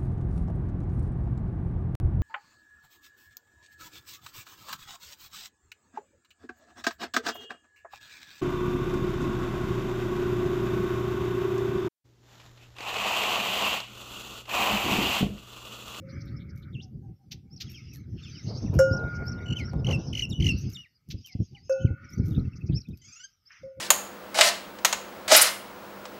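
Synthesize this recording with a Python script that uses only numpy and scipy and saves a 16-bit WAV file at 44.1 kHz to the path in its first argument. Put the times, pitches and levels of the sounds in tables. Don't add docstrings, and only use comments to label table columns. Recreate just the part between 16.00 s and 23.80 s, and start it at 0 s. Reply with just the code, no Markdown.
import sys
import numpy as np
from scipy import signal
from scipy.fft import rfft, irfft, next_fast_len
from scipy.io import wavfile
from scipy.ndimage import uniform_filter1d, map_coordinates

SR = 44100
rng = np.random.default_rng(int(sys.argv[2]) if len(sys.argv) > 2 else 0)


def file_out(sig):
    cols = np.atleast_2d(sig).T
    lim = np.clip(cols, -1, 1)
    pcm = np.round(lim * 32767).astype(np.int16)
    wavfile.write(sys.argv[1], SR, pcm)


N = 343980
TOP_HZ = 15650


def amp(db):
    return 10 ** (np.asarray(db) / 20)


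def unit(x):
    return x / np.sqrt(np.mean(x ** 2) + 1e-20)


def along(points, hz):
    point_hz, values = np.transpose(points)
    return np.interp(np.log(hz + 1), np.log(point_hz + 1), values)


def curves(rows, t):
    times, *columns = np.transpose(rows)
    return [np.interp(t, times, column) for column in columns]


def clock(length_s):
    return np.arange(int(length_s * SR)) / SR


def wobble(rate_hz, n):
    knots = rng.standard_normal(int(n * rate_hz / SR) + 4)
    return map_coordinates(knots, [np.arange(n) * rate_hz / SR])


def filtered(x, response):
    size = next_fast_len(len(x) + 8192)
    return irfft(rfft(x, size) * response(np.fft.rfftfreq(size, 1 / SR)), size)[:len(x)]


def noise(spectrum, n):
    return unit(filtered(rng.standard_normal(n), lambda hz: amp(along(spectrum, hz))))


def patchy(x, depth_db):
    bins = signal.stft(x, nperseg=512)[2]
    field = uniform_filter1d(rng.standard_normal(bins.shape), size=5, axis=0)
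    field = unit(uniform_filter1d(field, size=10, axis=1))
    return unit(signal.istft(bins * amp(depth_db * field), nperseg=512)[1][:len(x)])


def add(track, start_s, x):
    i = max(round(start_s * SR), 0)
    track[i:i + len(x)] += x[:max(len(track) - i, 0)]


def swells(rows, rise_db_per_s=228.5, fall_db_per_s=158.5, sag_db_per_s=12):
    t, power = np.arange(N) / SR, np.zeros(N)
    for start, length, db in rows:
        age = t - start
        rise_db = rise_db_per_s * np.minimum(age, 0)
        sag_db = sag_db_per_s * np.clip(age, 0, length)
        fall_db = fall_db_per_s * np.maximum(age - length, 0)
        power += amp(db + rise_db - sag_db - fall_db) ** 2
    return np.sqrt(power)


def whistle(shape, length_s, hz, db, overtone_db, rough):
    t = clock(length_s)
    n = len(t)
    ratio, shape_db = curves(shape, t / length_s)
    weakness = amp(-.4 * shape_db)
    pitch_hz = hz * ratio * (1 + rough * weakness * wobble(1100, n))
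    phase = 2 * np.pi * np.cumsum(pitch_hz) / SR
    tone = np.sin(phase)
    for k, fall_db in zip(range(2, 6), (0, -20, -24, -26)):
        flutter = weakness * amp(overtone_db + fall_db + 3.2 * wobble(400, n))
        tone += flutter * np.sin(k * phase + .4 * wobble(500, n)) * (k * hz * ratio < TOP_HZ)
    return tone * amp(db + shape_db + 2.4 * wobble(370, n)) * signal.windows.tukey(n, .06)


def notes(rows, shape, gain_db, overtone_db, rough):
    out = np.zeros(N)
    for start, length, hz, db in rows:
        add(out, start, whistle(shape, length, hz, db + gain_db, overtone_db, rough))
    return out


# time in seconds, relative level in dB.
BREEZE_LEVEL = [(0, -44), (.25, -38), (1.12, -44.5), (1.18, -67), (1.3, -45), (1.47, -54), (1.56, -45.5),
                (2.38, -41), (2.68, -28), (3.35, -33.5), (4.68, -29.5), (4.88, -75.5), (5.62, -59),
                (5.95, -51), (6.7, -39), (7.3, -85.5), (7.8, -73)]
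RUSH_LEVEL = [(2.36, -92), (2.49, -57), (2.64, -51.5), (2.92, -47.5), (3.42, -56.5), (3.8, -59),
              (3.89, -39.5), (4.15, -61), (4.5, -68.5), (4.7, -88)]
# start in seconds, length in seconds, level in dB.
GUSTS = [(2.12, 0.049, -36.5), (3.5, 0.032, -28), (3.85, 0.14, -24), (4.39, 0.11, -28), (4.64, 0.048, -30),
         (5.09, .12, -41.5), (5.395, 0.023, -31), (5.52, 0.019, -42), (5.81, 0.13, -33.5),
         (6.18, 0.3, -24.5), (6.63, 0.022, -30.5), (6.7, 0.074, -24.5), (6.89, 0.047, -34.5),
         (7.08, 0.023, -55), (7.61, 0.057, -52), (7.78, 0.04, -44.5)]
# frequency in Hz, relative density in dB.
RUMBLE_SPECTRUM = [(15, -54.5), (25, -19.5), (86, -0.5), (136, -2), (357, -22), (673, -51.5), (789, -49.5),
                   (924, -58), (1100, -63), (1430, -80.5), (2420, -120)]
RUSH_SPECTRUM = [(150, -9.5), (250, 13.5), (400, 16), (700, 9), (1100, -1), (1700, -11.5), (2500, -49)]


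def wind():
    t = np.arange(N) / SR
    breeze_db, = curves(BREEZE_LEVEL, t)
    rush_db, = curves(RUSH_LEVEL, t)
    lumps_db = 3.5 * wobble(22, N)
    gusts = swells(GUSTS, rise_db_per_s=1099.5, fall_db_per_s=854, sag_db_per_s=10.5)
    strength = np.hypot(amp(breeze_db + lumps_db), gusts)
    rumble = noise(RUMBLE_SPECTRUM, N)
    rumble /= np.sqrt(np.abs(uniform_filter1d(rumble ** 2, size=1800)) + .064)
    rumble = strength * unit(rumble * amp(1.6 * wobble(40, N)))
    blowing = (t > RUSH_LEVEL[0][0]) & (t < RUSH_LEVEL[-1][0])
    rush_gain = blowing * amp(rush_db + 6 + .48 * lumps_db + 3.2 * wobble(35, N))
    return rumble + rush_gain * noise(RUSH_SPECTRUM, N)


# start in seconds, length in seconds, relative level in dB.
MID_HISS_SWELLS = [(.1, 0.56, -60.5), (1.65, 0.4, -71.5), (2.22, .4, -66), (3.08, 0.63, -56),
                   (4.5, .28, -68.5), (5.98, 0.73, -61.5), (7.1, 0.083, -69), (7.53, 0.098, -69)]
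HIGH_HISS_SWELLS = [(.12, 0.18, -69), (1.64, 0.29, -54.5), (2.23, 0.54, -51), (3., 0.69, -62),
                    (3.6, 0.21, -65), (3.99, 0.12, -54), (4.52, 0.21, -52), (5.19, 0.64, -61),
                    (6.04, 1, -67), (7.06, 0.2, -58.5), (7.53, 0.058, -61)]
# frequency in Hz, relative density in dB.
MID_HISS_SPECTRUM = [(700, -22.5), (1050, -13.5), (1250, 11), (1650, 4.5), (1850, 4), (2250, 12.5),
                     (2600, -18.5), (3500, -42)]
HIGH_HISS_SPECTRUM = [(1800, -26), (2600, 6), (4000, -4.5), (5300, 9.5), (6400, -1), (7300, -31),
                      (10000, -37.5)]
FIZZ_SPECTRUM = [(7000, -4.5), (10500, -8), (12400, 7.5), (13500, -4), (15500, -9)]


def background_hiss(mid_floor_db=-92, high_floor_db=-87, fizz_db=-87, air_db=-77):
    mid_gain = amp(mid_floor_db) + amp(3) * swells(MID_HISS_SWELLS)
    mid_hiss = mid_gain * patchy(noise(MID_HISS_SPECTRUM, N), depth_db=4.5)
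    high_gain = amp(high_floor_db) + amp(-1) * swells(HIGH_HISS_SWELLS)
    high_hiss = high_gain * (.68 * patchy(noise(HIGH_HISS_SPECTRUM, N), depth_db=5) + .65 * twitter())
    fizz = amp(fizz_db + 1.6 * wobble(1.8, N)) * patchy(noise(FIZZ_SPECTRUM, N), depth_db=4.5)
    air = noise([(20, -13), (60, 3), (120, -6.5), (300, -21.5), (1000, -31.5), (6000, -37),
                 (9000, -52.5)], N)
    return mid_hiss + high_hiss + fizz + amp(air_db) * air


def twitter(count=120):
    out = np.zeros(N)
    for when, length, pitch, level in rng.random((count, 4)):
        length_s, hz = .025 + .06 * length, 4300 + 2200 * pitch
        peep = whistle(PEEP_SHAPE, length_s, hz, 6 * level, overtone_db=-50, rough=.012)
        add(out, when * N / SR, peep)
    return unit(out + scrub_echo(out))


# frequency in Hz, T60 in seconds.
ECHO_DECAY = [(300, .25), (3000, 0.23), (10000, 0.068)]


def scrub_echo(x):
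    hz, t, bins = signal.stft(rng.standard_normal(SR // 2), SR, nperseg=256)
    decay = amp(-60 * t / along(ECHO_DECAY, hz)[:, None])
    tail = signal.istft(bins * decay, SR, nperseg=256)[1]
    delayed = np.pad(x, (400, 0))
    return signal.fftconvolve(delayed, tail / np.linalg.norm(tail))[:N]


# frequency in Hz, face-strike gain in dB, edge-strike gain in dB, T60 in seconds.
BELL_MODES = [(532, 1.5, 5, 0.31), (1423, -20.5, -30, 1.89), (1478, -35, -26, 1.7), (2280, -42.5, -46, .12),
              (2620, -64, -27.5, .8), (2875, -39, -50.5, 0.49), (4630, -49.5, -73, 0.18),
              (5066, -39.5, -49, 0.36), (5260, -42.5, -42, .42), (5500, -29, -32, 0.27),
              (6290, -38.5, -28.5, .2), (6400, -39.5, -31, 0.39), (6923, -40.5, -46, 0.31),
              (7499, -36, -64, 0.15), (9700, -44.5, -74, .13), (11700, -40, -63, .09),
              (10700, -35, -77, .09), (12760, -46.5, -51.5, .1), (13430, -44.5, -69, .12)]
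# start in seconds, level in dB, hardness as upper-mode gain in dB, edge share from 0 to 1.
CLAPPER_BLOWS = [(0.019, -46.5, -16, 0.5), (.068, -54, 1, 0.8), (2.79, -7.5, 1, 0.),
                 (5.695, -18, -0.5, 0.89), (7.632, -36, -11, 0.77), (7.675, -43.5, -22, 1),
                 (7.728, -60, -16, 0.75), (7.77, -44.5, -21, .8)]


def bell(hum_hz=556, hum_db=-60, hum_t60_s=2.3):
    out, t, contact_t = np.zeros(N), clock(1.7), clock(.2)
    hz, face_db, edge_db, t60_s = np.transpose(BELL_MODES)[:, :, None]
    upper = hz > hz[0]
    attack = 1 - np.exp(-t / np.where(upper, .0008, .008))
    modes = attack * amp(-60 * t / t60_s) * np.exp(2j * np.pi * hz * t)
    hum = amp(hum_db - 60 * t / hum_t60_s) * attack[0] * np.sin(2 * np.pi * hum_hz * t)
    contact = amp(-26 - 60 * contact_t / .051) + amp(-30 - 60 * contact_t / .11)
    for start, db, hard_db, edge in CLAPPER_BLOWS:
        mode_db = (1 - edge) * face_db + edge * edge_db + upper * hard_db
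        strengths = amp(db + mode_db) * np.exp(2j * np.pi * rng.random(hz.shape))
        add(out, start, (strengths.T @ modes)[0].imag + hum)
        clank = noise([(300, -1.5), (1600, 9.5), (3700, -32.5), (5500, 6.5), (8500, -13.5),
                       (11000, -9.5), (15000, -18.5)], len(contact_t))
        add(out, start, amp(db + hard_db - 6.1 * edge) * contact * clank)
    return out


# start in seconds, length in seconds, centre in Hz, relative level in dB.
BURRS = [(0.083, 0.037, 4650, -57), (0.203, 0.022, 5100, -52), (0.263, 0.033, 4100, -61),
         (0.387, 0.046, 3660, -62), (0.487, 0.027, 5200, -61), (0.619, 0.029, 3750, -60.5),
         (0.814, 0.037, 5340, -54), (2.171, 0.041, 2890, -54), (2.451, 0.073, 4760, -47),
         (2.519, 0.072, 4700, -49), (2.718, 0.055, 2600, -58), (3.14, 0.037, 5500, -52.5),
         (5.313, 0.026, 5050, -50), (5.718, 0.016, 5340, -47.5), (6.553, 0.028, 5480, -55),
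         (6.657, .029, 5400, -57.5), (6.713, .03, 3510, -56)]


def burrs(gain_db=-1, width_ratio=.12):
    out = np.zeros(N)
    for start, length, hz, db in BURRS:
        n = int(1.4 * length * SR)
        band = lambda f: np.exp(-.5 * ((f / hz - 1) / width_ratio) ** 2)
        blur = unit(filtered(rng.standard_normal(n), band))
        add(out, start - .1 * length, blur * signal.windows.hann(n) * amp(db + gain_db))
    return out


# start in seconds, length in seconds, level in dB.
TWIG_SNAPS = [(0.252, 0.028, -68), (.555, 0.054, -62.5), (1.698, 0.034, -49.5), (1.933, 0.04, -50.5),
              (2.736, .04, -52), (3.253, .04, -62.5), (4.333, 0.0025, -53.5), (4.575, .05, -58),
              (4.694, 0.054, -53.5), (5.088, 0.0088, -52.5), (5.26, 0.019, -45), (6.099, 0.061, -61),
              (6.252, 0.077, -54), (6.885, 0.012, -60.5), (6.973, 0.014, -57)]
# frequency in Hz, relative density in dB.
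TWIG_SPECTRUM = [(1200, -16), (2500, -12.5), (6000, 1), (9000, -20.5), (13000, 3), (15500, -15.5)]


def twigs():
    out = np.zeros(N)
    for start, length, db in TWIG_SNAPS:
        t = clock(2 * length)
        crackle = unit(noise(TWIG_SPECTRUM, len(t)) * amp(6 * wobble(450, len(t))))
        attack = 1 - np.exp(-t / (.059 * length))
        add(out, start, crackle * attack * amp(db - 14 * t / length))
    return out


# start in seconds, length in seconds, pitch in Hz, relative level in dB.
PEEPS = [(.36, 0.028, 5400, -57.5), (3.982, 0.033, 5770, -52), (4.945, .04, 4930, -67.5),
         (5.785, .07, 3050, -55), (5.8, 0.055, 6570, -58.5), (6.04, 0.024, 5830, -60),
         (6.085, .022, 5380, -54.5), (6.345, 0.014, 3660, -48.5), (6.358, 0.02, 3740, -52),
         (6.39, 0.016, 4200, -55)]
# fraction of the note, pitch ratio, gain in dB.
PEEP_SHAPE = [(0, .9, -18), (.3, .99, -1), (.55, 1., 0), (1, .88, -16)]


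def peeps():
    return notes(PEEPS, PEEP_SHAPE, gain_db=3, overtone_db=-43, rough=.017)


# start in seconds, length in seconds, base pitch in Hz, relative level in dB.
SWOOPS = [(0.725, 0.12, 2536, -47)]
# fraction of the note, pitch ratio, gain in dB.
SWOOP_SHAPE = [(0, 1.3, -20), (.1, 1.5, -10), (.25, 1.1, 3), (.45, 1.03, -8), (.65, 1.12, 4.5),
               (.77, 1.52, -6.5), (1, 1.1, -24)]


def swoop():
    return notes(SWOOPS, SWOOP_SHAPE, gain_db=-2, overtone_db=-33.5, rough=.014)


# start in seconds, length in seconds, pitch in Hz, relative level in dB.
COOS = [(.81, 0.094, 785, -58), (1.02, 0.11, 808, -56.5), (1.19, 0.072, 807, -66), (1.31, 0.084, 813, -65),
        (1.43, 0.29, 800, -68), (5.3, 0.13, 758, -62), (5.53, 0.094, 822, -59), (5.74, .1, 801, -51.5),
        (5.88, .06, 818, -55)]


def dove():
    shape = [(0, .96, -13.5), (.25, 1, -2.5), (.7, .92, -5.5), (1, .99, -15)]
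    return notes(COOS, shape, gain_db=-3, overtone_db=-26.5, rough=.012)


# start in seconds, length in seconds, level in dB.
CHIPS = [(1.31, 0.03, -39.5), (1.601, 0.032, -35.5), (5.1, 0.03, -40.5)]
# frequency in Hz, relative density in dB.
CHIP_SPECTRUM = [(900, -37.5), (2100, -10), (4000, -1.5), (6000, -3), (7400, -24), (9500, -50),
                 (13000, -16.5), (15500, -30.5)]


def chips():
    out = np.zeros(N)
    for start, length, db in CHIPS:
        u = clock(2 * length) / length
        shape_db, = curves([(0, -20), (.15, -7), (.4, 0), (.7, -4), (1, -13.5), (2, -54.5)], u)
        add(out, start, noise(CHIP_SPECTRUM, len(u)) * amp(db + shape_db + .96 * wobble(400, len(u))))
    return out


# start in seconds, slur length in seconds, pitch in Hz, relative slur and flick levels in dB.
TWO_NOTE_CALLS = [(1.5, 0.055, 5600, -56, -49.5), (1.866, 0.062, 5800, -62, -57),
                  (2.204, 0.098, 5490, -61, -73), (2.554, 0.045, 5550, -49, -51),
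                  (2.902, 0.056, 5550, -42, -46), (3.253, .057, 5600, -44, -45),
                  (3.625, 0.059, 5600, -48.5, -50.5), (4.006, 0.13, 5550, -57, -50.5),
                  (6.116, 0.038, 6000, -52, -58), (6.74, 0.052, 5520, -39, -48),
                  (7.453, 0.037, 5380, -54.5, -56)]
# fraction of the note, pitch ratio, gain in dB.
RISE_SHAPE = [(0, .84, -24.5), (0.251, .91, -9), (0.551, .98, -0.5), (.8, 1., -4), (1, 0.93, -10.5)]
FLICK_SHAPE = [(0, .84, -12.5), (.25, 1.03, -2.5), (0.501, 1.01, -1.5), (.8, .89, -2.5), (1, .79, -16)]
# lag from the call's start in seconds, pitch ratio, drop from the flick's row level in dB.
TRAILING_NOTES = [(.085, .76, 13.5), (.125, .68, 16.5), (.163, .68, 15)]


def two_note_calls(flick_lag_s=.061, short_note_s=.022):
    slurs, flicks, trail = [], [], []
    for start, length, hz, slur_db, flick_db in TWO_NOTE_CALLS:
        slurs.append((start, length, hz, slur_db))
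        flicks.append((start + flick_lag_s, short_note_s, hz, flick_db))
        for lag, ratio, drop_db in TRAILING_NOTES:
            onset = start + lag + rng.normal(0, .0043)
            trail.append((onset, short_note_s, hz * ratio * rng.normal(1, .015), flick_db - drop_db))
    return (notes(slurs, RISE_SHAPE, gain_db=4.5, overtone_db=-57, rough=.012)
            + notes(flicks, FLICK_SHAPE, gain_db=3, overtone_db=-51, rough=.032)
            + notes(trail, PEEP_SHAPE, gain_db=.5, overtone_db=-41, rough=.011))


# start in seconds, length in seconds, opening pitch in Hz, relative level in dB.
FALLING_SLURS = [(1.665, 0.058, 3494, -50.5), (1.738, 0.081, 3350, -45.5), (1.915, 0.08, 2720, -54),
                 (2.228, 0.086, 3740, -45.5), (2.345, 0.089, 3150, -49), (2.66, 0.043, 2750, -52.5),
                 (3.557, 0.093, 3184, -31.5), (4.832, .05, 2913, -49.5), (5.24, 0.11, 3244, -46),
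                 (5.547, 0.048, 3100, -47.5), (5.855, 0.043, 3150, -48.5), (6.305, 0.1, 3850, -57)]
# fraction of the note, pitch ratio, gain in dB.
FALL_SHAPE = [(0, 1, -13.5), (.1, 0.96, 2.5), (.22, .95, -1.5), (.38, .8, -5.5), (.55, .69, -3),
              (.75, .64, -8.5), (1, .62, -18.5)]


def falling_slurs():
    return notes(FALLING_SLURS, FALL_SHAPE, gain_db=-3, overtone_db=-20, rough=.008)


# time in seconds, relative level in dB.
EDDIES = [(2.474, -15), (2.699, -14.5), (2.914, -11), (4.402, -9.5), (5.143, -17.5), (5.354, -18),
          (5.404, -10), (5.421, -16.5), (5.849, -5), (5.905, -12.5), (6.197, -10.5), (6.38, -7.5),
          (6.698, -12.5)]


def eddy_thumps(hz=98, grit=.35, rise_s=.0032, decay_s=.0082, gain_db=3):
    out, t = np.zeros(N), clock(.08)
    envelope = (1 - np.exp(-(t / rise_s) ** 2)) * np.exp(-t / decay_s)
    for time, db in EDDIES:
        swirl = noise([(100, 13.5), (300, 6), (600, -20), (1200, -50.5), (3000, -87)], len(t))
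        push = np.sin(2 * np.pi * hz * rng.normal(1, .048) * t)
        add(out, time - .004, amp(db + gain_db) * (push + grit * swirl) * envelope)
    return out


# start in seconds, length in seconds, level in dB.
HOOF_SCUFFS = [(7.495, 0.084, -57.5), (2.6, 0.044, -74.5)]


def hoof_scuffs():
    out = np.zeros(N)
    sand = [(700, -28), (1200, -4.5), (2000, 5), (3000, -6), (3800, -29), (8000, -46.5)]
    for start, length, db in HOOF_SCUFFS:
        t = clock(1.5 * length)
        stroke_db, = curves([(0, -13.5), (.15, 3.5), (.8, 1), (1.5, -12)], t / length)
        add(out, start, amp(db + stroke_db) * noise(sand, len(t)))
    return out


def nasal(pitch_hz, db, throat, rough):
    pitch_hz = pitch_hz * (1 + rough * wobble(820, len(pitch_hz)))
    k = np.arange(1, 9)[:, None]
    harmonics = amp(along(throat, k * pitch_hz)) * np.sin(2 * np.pi * k * np.cumsum(pitch_hz) / SR)
    return amp(db) * harmonics.sum(0) * signal.windows.tukey(len(pitch_hz), .08)


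# frequency in Hz, gain in dB.
STUTTER_THROAT = [(1500, -21), (2300, 15), (3000, -1.5), (4400, -23), (6000, -16), (7400, -23.5),
                  (8800, -60), (10500, -40), (13000, -42)]


def stutter(start_s=3.454, period_s=.0218, hz=1480, db=-30, grow_db=3.5, dip_db=20, droop=.06, count=4):
    out = np.zeros(N)
    pulse = clock(count * period_s) / period_s
    gap = np.cos(np.pi * pulse) ** 4
    level_db = db - grow_db * (count - pulse) - dip_db * gap
    add(out, start_s, nasal(hz * (1 - droop * gap), level_db, STUTTER_THROAT, rough=.019))
    add(out, 3.556, rasp(length_s=.07, db=-56.5))
    return out


# frequency in Hz, relative density in dB.
RASP_SPECTRUM = [(900, -49), (1900, -3), (3000, 0), (4000, -10), (6200, 7), (7500, -14.5), (9500, -19),
                 (12000, -13.5), (14300, -18.5), (15500, -33.5)]


def rasp(length_s, db):
    t = clock(length_s)
    swell_db, = curves([(0, -15.5), (.35, -1), (.6, 5), (.75, 0), (1, -23)], t / length_s)
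    flutter_db = 3 * wobble(220, len(t))
    return noise(RASP_SPECTRUM, len(t)) * amp(db + swell_db + flutter_db)


def tap(start_s=3.734, db=-36, t60_s=.074):
    out, t = np.zeros(N), clock(.08)
    body = noise([(200, 0), (500, 5.5), (950, 0), (1400, -10.5), (3000, -48.5)], len(t))
    add(out, start_s, amp(db - 60 * t / t60_s) * body)
    return out


# first pip's start in seconds, held note's start in seconds, its pitch in Hz, level in dB.
TRILLS = [(3.8444, 3.928, 2730, -28), (4.1282, 4.221, 2850, -24.5), (4.4, 4.487, 2744, -23)]
# fraction of the note, pitch ratio, gain in dB.
PIP_SHAPE = [(0, .76, -19), (.08, .93, -6), (.18, 1., 0), (.32, .98, 0), (.41, .8, -17), (.8, .67, -18),
             (1, .74, -19)]
HELD_SHAPE = [(0, .85, -14), (.06, 1.04, 0), (.3, 1., -1), (.6, .98, -4), (.83, .96, -9), (1, .94, -24)]


def trills(pip_hz=3000, period_s=.0212, grow_db=2.5, held_s=.038):
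    out = np.zeros(N)
    for start, held_start, held_hz, db in TRILLS:
        for k in range(4):
            hz = pip_hz * rng.normal(1, .014)
            pip_db = db + rng.normal(1, 1) - (3 - k) * grow_db
            pip = whistle(PIP_SHAPE, period_s, hz, pip_db, overtone_db=-14, rough=.014)
            add(out, start + k * period_s, pip)
        add(out, held_start, whistle(HELD_SHAPE, held_s, held_hz, db, overtone_db=-15, rough=.006))
        add(out, start, rasp(length_s=.125, db=db - 25))
    return out


# start in seconds, length in seconds, base pitch in Hz, relative level in dB.
SLIDES = [(4.29, .105, 3070, -38), (4.727, .105, 3010, -40)]
# fraction of the note, pitch ratio, gain in dB.
SLIDE_SHAPE = [(0, 2.5, -19), (.12, 1.8, -10), (.19, 1.8, -5.5), (.22, 1.23, -6.5), (.36, 1.21, -0.5),
               (.44, 0.95, -8), (.7, .97, -4), (1, .94, -12.5)]


def slides():
    return notes(SLIDES, SLIDE_SHAPE, gain_db=1.5, overtone_db=-17.5, rough=.002)


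def piping(start_s=6.444, period_s=.0808, hz=2690, sag_hz=26, db=-52, ends_db=7, count=7):
    rows = [(start_s + k * period_s, .025, hz - sag_hz * k, db - ends_db * u ** 2)
            for k, u in enumerate(np.linspace(-1, 1, count))]
    return notes(rows, PEEP_SHAPE, gain_db=0, overtone_db=-38.5, rough=.0087)


# frequency in Hz, gain in dB.
WHINE_THROAT = [(1100, -23), (1550, 3.5), (2300, 0.5), (3100, 5.5), (3900, -21), (4700, 3), (5500, -1),
                (6500, 13), (7800, -9.5), (9000, -51.5)]


def whine(start_s=7.012, length_s=.255, from_hz=1000, to_hz=1610, quaver_hz=26, db=-55, grow_db=13):
    out, t = np.zeros(N), clock(length_s)
    progress = t / length_s
    quaver = np.cos(2 * np.pi * quaver_hz * (t - .003))
    pitch_hz = from_hz * (to_hz / from_hz) ** progress * (1 + .033 * quaver)
    level_db = db - grow_db * (1 - progress) + 4 * quaver
    add(out, start_s, nasal(pitch_hz, level_db, WHINE_THROAT, rough=.0087))
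    return out


def scene():
    clanks = bell()
    birds = (two_note_calls() + falling_slurs() + slides() + swoop() + peeps() + burrs()
             + piping() + stutter() + whine() + trills() + chips() + dove())
    small_sounds = birds + twigs() + hoof_scuffs() + tap()
    echo = scrub_echo(amp(-20) * clanks + amp(-18) * small_sounds)
    return (clanks + small_sounds + echo + wind() + eddy_thumps() + background_hiss())[None]


def record(dry):
    low_cut = lambda hz: (1j * hz / (24 + 1j * hz)) ** 4
    return filtered(dry[0], lambda hz: low_cut(hz) * (hz < TOP_HZ))[None]


dry = scene()
out = record(dry)
file_out(out)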